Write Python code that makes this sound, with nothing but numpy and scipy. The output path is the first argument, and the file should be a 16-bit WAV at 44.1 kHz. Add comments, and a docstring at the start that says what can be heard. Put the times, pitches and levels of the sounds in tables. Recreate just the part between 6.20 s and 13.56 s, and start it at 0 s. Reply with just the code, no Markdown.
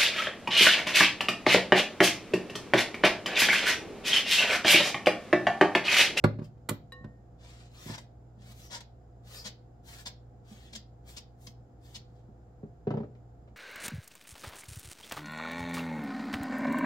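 """A refrigerator hums in a small kitchen throughout. First a plastic cutting board bumps against a
glass bowl, and the glass rings briefly. Then a hand sweeps chopped herbs off the board, stroke by
stroke: skin and wet leaves rub, hiss and squelch, and the fingers flick over the edge. At last the
board is laid on the counter, where it rocks from edge to edge and rattles to rest."""
import sys
import numpy as np
from scipy import signal
from scipy.fft import rfft, irfft, next_fast_len
from scipy.io import wavfile
from scipy.ndimage import map_coordinates

SR = 44100
rng = np.random.default_rng(int(sys.argv[2]) if len(sys.argv) > 2 else 0)


def inscribe(sig):
    """Save sig as 16-bit PCM at rate SR to the path in sys.argv[1].

    A 1-D sig is mono; a 2-D sig holds one channel per row.
    Samples are clipped to [-1, 1] before scaling.
    """
    pcm = np.round(np.clip(np.atleast_2d(sig).T, -1, 1) * 32767)
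    wavfile.write(sys.argv[1], SR, pcm.astype(np.int16))


N = 324576

# The tone of skin and leaves rubbing on plastic: pitch_hz, level_db
RUB_TONE = [(150, -56), (400, -0.5), (800, -4.5), (1400, -3), (2050, -2.5), (2600, -4.5), (3600, -1.5),
            (5000, -5), (6300, -8.5), (7600, -5), (9000, -17), (16000, -50)]
# A low note of the board, heard as a soft thump: pitch_hz, level_db, fade_s (time to fall by 60 dB)
THUMP_NOTE = [(208.8, 0, 0.11)]


def amp(db):
    """Turn decibels into a volume factor."""
    return 10 ** (np.asarray(db) / 20)


def unit(x):
    """Scale a signal to an average (rms) level of 1."""
    return x / np.sqrt(np.mean(x ** 2) + 1e-20)


def along(points, hz):
    """Read between the rows of a (pitch_hz, value) table, giving each octave equal room."""
    pitches, values = np.transpose(points)
    return np.interp(np.log(hz + 1), np.log(pitches), values)


def wobble(rate):
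    """A smooth curve through `rate` random values a second."""
    return map_coordinates(rng.standard_normal(int(N * rate / SR) + 4), [np.arange(N) * rate / SR])


def filtered(x, response):
    """Multiply each frequency in x by response(hz)."""
    n = x.shape[-1]
    padded = next_fast_len(n + 8192)
    return irfft(rfft(x, padded) * response(np.fft.rfftfreq(padded, 1 / SR)), padded)[..., :n]


def noise(tone, grain_db=0):
    """Noise with a given tone; grain_db breaks it into tiny slips of uneven size."""
    slips = rng.standard_normal(N) * amp(grain_db * wobble(900))
    return unit(filtered(slips, lambda hz: amp(along(tone, hz))))


def narrow_noise(pitch_hz, width_hz, size):
    """Noise close to one pitch, `size` samples long."""
    return unit(filtered(rng.standard_normal(size), lambda hz: np.exp(-((hz - pitch_hz) / width_hz) ** 2)))


def spread(pair, likeness):
    """Blend two unrelated signals into left and right (likeness 1: the same, 0: unrelated)."""
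    turn = lambda hz: np.arccos(np.clip(along(likeness, hz), -1, 1)) / 2
    mid, side = filtered(pair, lambda hz: np.array([np.cos(turn(hz)), np.sin(turn(hz))]))
    return np.array([mid + side, mid - side])


def add(track, start_s, sound):
    """Mix a sound into a track."""
    part = track[..., max(round(start_s * SR), 0):][..., :sound.shape[-1]]
    part += sound[..., :part.shape[-1]]


def ring(notes, attack_s, dull_above_hz):
    """A struck object rings with its own fading notes; the blow barely stirs the highest ones."""
    t = np.arange(SR) / SR
    hz, db, fade_s = np.transpose(notes)[:, :, None]
    strength = amp(db) / (1 + (hz / dull_above_hz) ** 2)
    sign = (-1) ** np.arange(len(hz))[:, None]  # neighbouring notes start in opposite directions
    tones = sign * strength * amp(-60 * t / fade_s) * np.sin(2 * np.pi * hz * t)
    return tones.sum(0) * (1 - np.exp(-t / attack_s)) / np.linalg.norm(amp(db))


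def knocks(blows, notes, clack_tone, tick_tone, contact_s, tick_db, attack_s, bright_hz,
           clack_fade_s, tick_fade_s):
    """Each blow makes the board thump; harder contact adds plastic clack and, faster still, gritty tick."""
    t = np.arange(SR // 2) / SR
    thump, clack, tick = np.zeros((3, N))
    for start_s, thump_db, hardness_db in blows:
        dull_above_hz = bright_hz * amp(.8 * thump_db)  # gentle blows are duller
        clack_db = thump_db + hardness_db
        touch_s = contact_s * (1 + max(-21 - hardness_db, 0) / 5)  # soft blows touch for longer
        press = np.minimum(t / (0.33 * touch_s), 1)
        since = np.maximum(t - touch_s, 0)
        add(thump, start_s, amp(thump_db) * ring(notes, attack_s, dull_above_hz))
        add(clack, start_s, press * amp(clack_db - 60 * since / clack_fade_s))
        add(tick, start_s, press * amp(clack_db + tick_db + 1.05 * hardness_db - 60 * since / tick_fade_s))
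    return thump, clack * noise(clack_tone) + tick * noise(tick_tone, grain_db=-5.5)


def in_kitchen(x, lead_ms, left_db, near_db, room_db, step, near_fade_s=0.066):
    """Direct sound in stereo, quick echoes off counter and cupboards, then the room's fading tail."""
    room_fades = [(150, 0.51), (1000, 0.22), (4500, 0.27), (9000, 0.092), (15000, 0.21)]  # how long the room rings: pitch_hz, fade_s
    echo_likeness = [(100, .9), (300, 0.95), (1200, 0), (3000, 0.018)]  # how alike left and right are: pitch_hz, likeness
    direct = filtered(x, lambda hz: np.exp(np.outer([1, -1], 1j * np.pi * hz * lead_ms / 1e3)))
    direct *= amp([[left_db], [-left_db]])
    hz, t, scatter = signal.stft(rng.standard_normal((2, 2, SR // 2)), SR, nperseg=256)
    near_decay = amp(-60 * t / near_fade_s) * np.ones((len(hz), 1))
    room_decay = amp(-60 * t / along(room_fades, hz)[:, None])
    decay = np.array([near_decay, room_decay])[:, None]
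    padded = np.pad(x, (step, 2 * step))
    echoes = np.zeros((2, N + step))
    for start in range(0, N + step, step):  # the source moves: a new echo pattern every `step` samples
        piece = padded[start:start + 2 * step] * signal.windows.cosine(2 * step)
        shift = rng.integers(len(t))
        if np.abs(piece).max() > 1e-5:
            near, tail = signal.istft(np.roll(scatter, shift, axis=-1) * decay, SR, nperseg=256)[1]
            echo = amp(near_db) * near / np.linalg.norm(near[0])
            echo += amp(room_db) * tail / np.linalg.norm(tail[0])
            add(echoes, start / SR + .001, signal.fftconvolve(piece[None], echo, axes=1))
    return direct + spread(echoes[:, step:], echo_likeness)


def refrigerator(drift_s=0.00011):
    """The compressor hums, its shaft drifting slightly, with thin whines over the rush of a fan."""
    hum_notes = [(59.2, -58), (118.4, -56), (328.4, -78.5), (495.3, -72), (699.8, -75), (818.3, -82.5)]  # the compressor's steady notes: pitch_hz, level_db
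    whines = [(4970, -97), (7250, -96.5)]  # thin high whines: pitch_hz, level_db
    fan_tone = [(18, -24.5), (45, -4), (85, -3), (150, -6), (330, -12), (500, -15), (600, -18), (720, -12),
                (1000, -27.5), (1400, -28.5), (2500, -44), (6000, -47.5), (7100, -44.5), (8500, -56),
                (15500, -57)]  # rushing air: pitch_hz, level_db
    fan_likeness = [(100, 0.88), (300, 0.89), (800, 0.077), (2000, 0), (8000, 0)]  # how alike left and right are: pitch_hz, likeness
    t = np.arange(N) / SR
    hum = np.zeros(N)
    for hz, db in hum_notes:
        peak = amp(db + 1.5 * wobble(5.6)) * np.sqrt(2)
        hum += peak * np.sin(2 * np.pi * hz * (t + drift_s * wobble(8.9)))
    whine = sum(amp(db) * narrow_noise(hz, width_hz=55, size=N) for hz, db in whines)
    fan = spread(np.array([noise(fan_tone), noise(fan_tone)]), fan_likeness)
    return (hum + whine + amp(-57.5) * fan) * amp([[-.3], [.3]])


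def bowl_ping():
    """The glass rings briefly as the steadying hand lets go."""
    glass_notes = [(501, -9, .8), (1093, -11, .42), (1841, -1, .48), (2864, -14, .16), (3945, 1, .065),
                   (5033, -20, .12), (5545, -27, .14), (6578, -30, .14)]  # the bowl's own notes: pitch_hz, level_db, fade_s
    pings = [(0.7214, -40)]  # a fingertip catches the rim: start_s, level_db
    out = np.zeros(N)
    for start_s, db in pings:
        add(out, start_s, amp(db) * ring(glass_notes, attack_s=0.00015, dull_above_hz=15000))
    return out


def board_on_bowl():
    """The board bumps the bowl, giving a low thump and a bright clack."""
    bumps = [(.039, -8.5, -15), (.186, -28.5, -27.5), (.213, -29.5, -31.5), (.362, -43.5, -34.5),
             (.4885, -32.5, 3.5), (.508, -23.5, -28.5), (.720, -63.5, 3), (.805, -38.5, -39),
             (.842, -32, -21.5), (1.657, -33.5, -38), (1.694, -30.5, -23)]  # the blows: start_s, thump_db, hardness_db (clack above thump)
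    board_notes = [(106.5, .5, .21), (152, 2.5, .14), (217, .5, .17), (280.5, -4.5, .16),
                   (360.6, -.5, .085), (398, -9, .096), (484, -6, .077), (585, -1, 0.086),
                   (950, -11.5, 0.047), (1148, -10, 0.11), (1334, -12.5, 0.024), (1684, -12, 0.058),
                   (2220, -17, 0.048), (4240, -21, .04)]  # the board ringing against glass: pitch_hz, level_db, fade_s
    clack_tone = [(80, -38), (250, -3), (500, 0), (750, -3.5), (950, 0), (1400, -6), (2300, -12.5),
                  (3000, -19), (4200, -18), (5500, -27.5), (16000, -55)]  # the plastic clack: pitch_hz, level_db
    tick_tone = [(800, -14.5), (2500, -7), (4400, -3.5), (6000, -5.5), (8000, 3.5), (10000, -3),
                 (12000, -1), (15000, -9), (16500, -18.5)]  # the gritty tick: pitch_hz, level_db
    return knocks(bumps, board_notes, clack_tone, tick_tone, contact_s=0.0054, tick_db=-4.5,
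                  attack_s=.0016, bright_hz=12000, clack_fade_s=.04, tick_fade_s=.018)


def rocking(count=6, let_go_s=6.6705, first_gap_s=.0345, gap_ratio=.97):
    """The board rocks from edge to edge; friction eats the swing, so blows come sooner and die down."""
    blow = np.arange(count)
    start_s = let_go_s + first_gap_s * (1 - gap_ratio ** blow) / (1 - gap_ratio)
    swing_db = 20 * np.log10(1 - blow / count)
    slap_db = 2 * (blow % 2)  # every second blow is a sharper slap
    thump_db = -22.5 + .5 * swing_db - slap_db
    hardness_db = -10.5 + .35 * swing_db + 2 * slap_db
    return list(zip(start_s, thump_db, hardness_db))


def board_on_counter():
    """The board meets the counter and rattles to rest, giving thumps and dull clacks."""
    touches = [(6.085, -42.5, -22), (6.430, -31, -21.5), (6.95, -72.5, 7.5), (7.276, -59.5, 2.5)]  # the board is set down: start_s, thump_db, hardness_db
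    board_notes = [(114, -3, .2), (153, -2, .18), (216, -1.5, .17), (295, -8, .08), (402, -1.5, .11),
                   (560, -7, .05), (770, -11, .05)]  # the board ringing on the counter: pitch_hz, level_db, fade_s
    clack_tone = [(70, -42), (200, -8), (450, 5.5), (780, -5), (1100, -14), (2000, -24.5), (4000, -40),
                  (9000, -81.5)]  # the dull clack: pitch_hz, level_db
    tick_tone = [(800, 11.5), (3500, 3.5), (6000, -8.5), (9000, -28), (15000, -33)]  # the dull tick: pitch_hz, level_db
    return knocks(touches + rocking(), board_notes, clack_tone, tick_tone, contact_s=0.0022, tick_db=-10,
                  attack_s=.003, bright_hz=25000, clack_fade_s=.06, tick_fade_s=.06)


def finger_presses():
    """The fingers land on the board, and it bounces briefly with a soft, low thump."""
    landings = [(2.175, -43), (2.29, -47.5), (4.312, -36.5)]  # the fingers land: start_s, level_db
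    out = np.zeros(N)
    for start_s, db in landings:
        add(out, start_s, amp(db) * ring(THUMP_NOTE, attack_s=0.0044, dull_above_hz=2000))
    return out


def leaf_squelches():
    """A film of juice sticks and slips under the fingers, making noise close to one pitch."""
    squelches = [(1.552, -66, 0.11, 5700), (2.385, -65.5, 0.16, 5630), (3.144, -53.5, 0.095, 4900),
                 (4.301, -71, 0.24, 3360)]  # wet leaves are squeezed: start_s, level_db, length_s, pitch_hz
    out = np.zeros(N)
    for start_s, db, length_s, pitch_hz in squelches:
        size = round(length_s * SR)
        swell = amp(db) * np.sin(np.linspace(0, np.pi, size))
        add(out, start_s, swell * narrow_noise(pitch_hz, width_hz=750, size=size))
    return out


def finger_flicks(hollow_loss_db_per_s=4):
    """Fingers rasp over the board's edge; the board sounds hollow and springs back."""
    flicks = [(1.662, -51, 0.088), (1.732, -48.5, 0.031), (1.777, -46, 0.0117), (2.494, -44.5, 0.096),
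              (2.603, -48.5, 0.011), (3.237, -42.5, 0.057), (3.852, -41, 0.034), (4.526, -49.5, 0.018),
              (4.547, -42.5, 0.0216), (4.961, -44, 0.028), (5.266, -46.5, 0.012), (5.74, -46.5, 0.035)]  # slips over the edge: start_s, level_db, length_s
    rasp_tone = [(700, -16.5), (1500, -16), (2050, -3.5), (2650, -6.5), (3300, 1), (4400, 0), (5100, 1),
                 (6300, -5), (7400, -3.5), (8400, -11.5), (11000, -21.5), (15800, -23)]  # skin on the edge: pitch_hz, level_db
    hollow_tone = [(150, -50), (300, -48), (450, -9.5), (600, -0.5), (760, -6.5), (990, 2), (1200, -12),
                   (1500, -3.5), (2200, -6.5), (3500, -49)]  # the board's hollow lower range: pitch_hz, level_db
    rasp, hollow, spring = np.zeros((3, N))
    recoil = ring(THUMP_NOTE, attack_s=0.0062, dull_above_hz=2000)
    for start_s, db, length_s in flicks:
        swell = amp(db) * np.abs(np.sin(np.linspace(0, np.pi, round(length_s * SR)))) ** 1.27
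        hollow_db = -1.5 - hollow_loss_db_per_s * (start_s - flicks[0][0])  # weaker as the heap is used up
        add(rasp, start_s, swell)
        add(hollow, start_s, amp(hollow_db) * swell)
        add(spring, start_s + length_s / 4, amp(db - 4) * recoil)
    return rasp * noise(rasp_tone, grain_db=1.5) + hollow * noise(hollow_tone) + spring


def stem_snaps(snaps_per_s=260):
    """Bits of stem catch and let go in tiny scattered snaps."""
    snaps = (rng.random(N) < snaps_per_s / SR) * rng.standard_normal(N)
    return unit(filtered(snaps, lambda hz: amp(along(RUB_TONE, hz))))


def shifting_tone(x, depth_db, width_hz=170, hold_s=0.051):
    """The board's notes stand out and sink again as the fingers travel across it."""
    spectrum = signal.stft(x, nperseg=1024)[2]
    pitch_blur = signal.windows.hann(int(2 * width_hz * 1024 / SR) + 3)[:, None]
    time_blur = signal.windows.hann(int(2 * hold_s * SR / 512) + 3)
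    patches = signal.fftconvolve(rng.standard_normal(spectrum.shape), pitch_blur * time_blur, mode="same")
    return unit(signal.istft(spectrum * amp(depth_db * unit(patches)), nperseg=1024)[1][:N])


def hand_sweeps(settle_s=.07, lift_s=.035):
    """Skin and wet leaves drag over textured plastic in countless tiny slips as the pressure changes."""
    strokes = [(.185, 0.246, .255, -62, -70, 5.5), (1.158, 1.30, 1.457, -59, -75, 6),
               (1.456, 1.677, 1.825, -53.5, -57, 15), (2.147, 2.33, 2.325, -56.5, -61.5, 15),
               (2.306, 2.466, 2.466, -61.5, -63, -0.5), (3.008, 3.182, 3.264, -54.5, -55, 10),
               (3.617, 3.77, 3.81, -58, -63.5, -1.5), (4.212, 4.33, 4.52, -61.5, -70.5, 5.5),
               (4.816, 4.91, 4.99, -59.5, -62, 8), (5.152, 5.265, 5.30, -69, -63.5, 7.5),
               (5.578, 5.76, 5.755, -65.5, -69, 4), (5.825, 5.96, 6.03, -81.5, -95.5, 5)]  # the hand's pushes: start_s, hardest_s, end_s, rub_db, hiss_db, swell_db
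    hiss_tone = [(2000, -19), (5000, -1.5), (8000, 3), (10000, -5.5), (12500, 1), (15800, -3.5)]  # the hiss of wet leaves: pitch_hz, level_db
    t = np.arange(N) / SR
    rub, hiss = np.zeros((2, N))
    for start_s, hardest_s, end_s, rub_db, hiss_db, swell_db in strokes:
        touch = np.clip((t - start_s) / settle_s, 0, 1) ** 2 * np.clip(1 - (t - end_s) / lift_s, 0, 1)
        press_db = np.interp(t, [start_s, hardest_s, end_s], [-swell_db, 0, -swell_db])
        rub += touch * amp(rub_db + press_db)
        hiss += touch * amp(hiss_db + 1.9 * press_db)  # pressure raises the hiss faster than the rub
    unsteady = amp(1.3 * wobble(40))
    slips = shifting_tone(noise(RUB_TONE, grain_db=2), depth_db=2)
    drag = amp(-2.5) * slips + amp(-8) * stem_snaps()
    return unsteady * (rub * drag + hiss * noise(hiss_tone, grain_db=0.5))


def scene():
    """Board, bowl and hand, each at its own place in the kitchen, over the refrigerator."""
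    bump, bump_clack = board_on_bowl()
    thud, thud_clack = board_on_counter()
    held_board = bump + finger_presses()
    mix = in_kitchen(held_board, lead_ms=-.22, left_db=-.6, near_db=-15, room_db=-13, step=SR // 4)
    mix += in_kitchen(thud, lead_ms=.25, left_db=-.2, near_db=-15, room_db=-14, step=SR // 4)
    mix += in_kitchen(bump_clack, lead_ms=-.0091, left_db=-3.3, near_db=-2, room_db=-7, step=SR // 8,
                      near_fade_s=.04)
    mix += in_kitchen(thud_clack, lead_ms=.19, left_db=-.5, near_db=-1, room_db=-5.5, step=SR // 8)
    mix += in_kitchen(bowl_ping(), lead_ms=.06, left_db=0, near_db=-10, room_db=-10, step=SR)
    hand = hand_sweeps() + finger_flicks() + leaf_squelches()
    mix += in_kitchen(hand, lead_ms=.19, left_db=2.5, near_db=0, room_db=-5, step=SR // 16)
    return mix + refrigerator()


def record(dry):
    """Cut away the very highest treble."""
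    top_hz = 15850
    return filtered(dry, lambda hz: np.clip((top_hz - hz) / 400 + .5, 0, 1))


dry = scene()
out = record(dry)
inscribe(out)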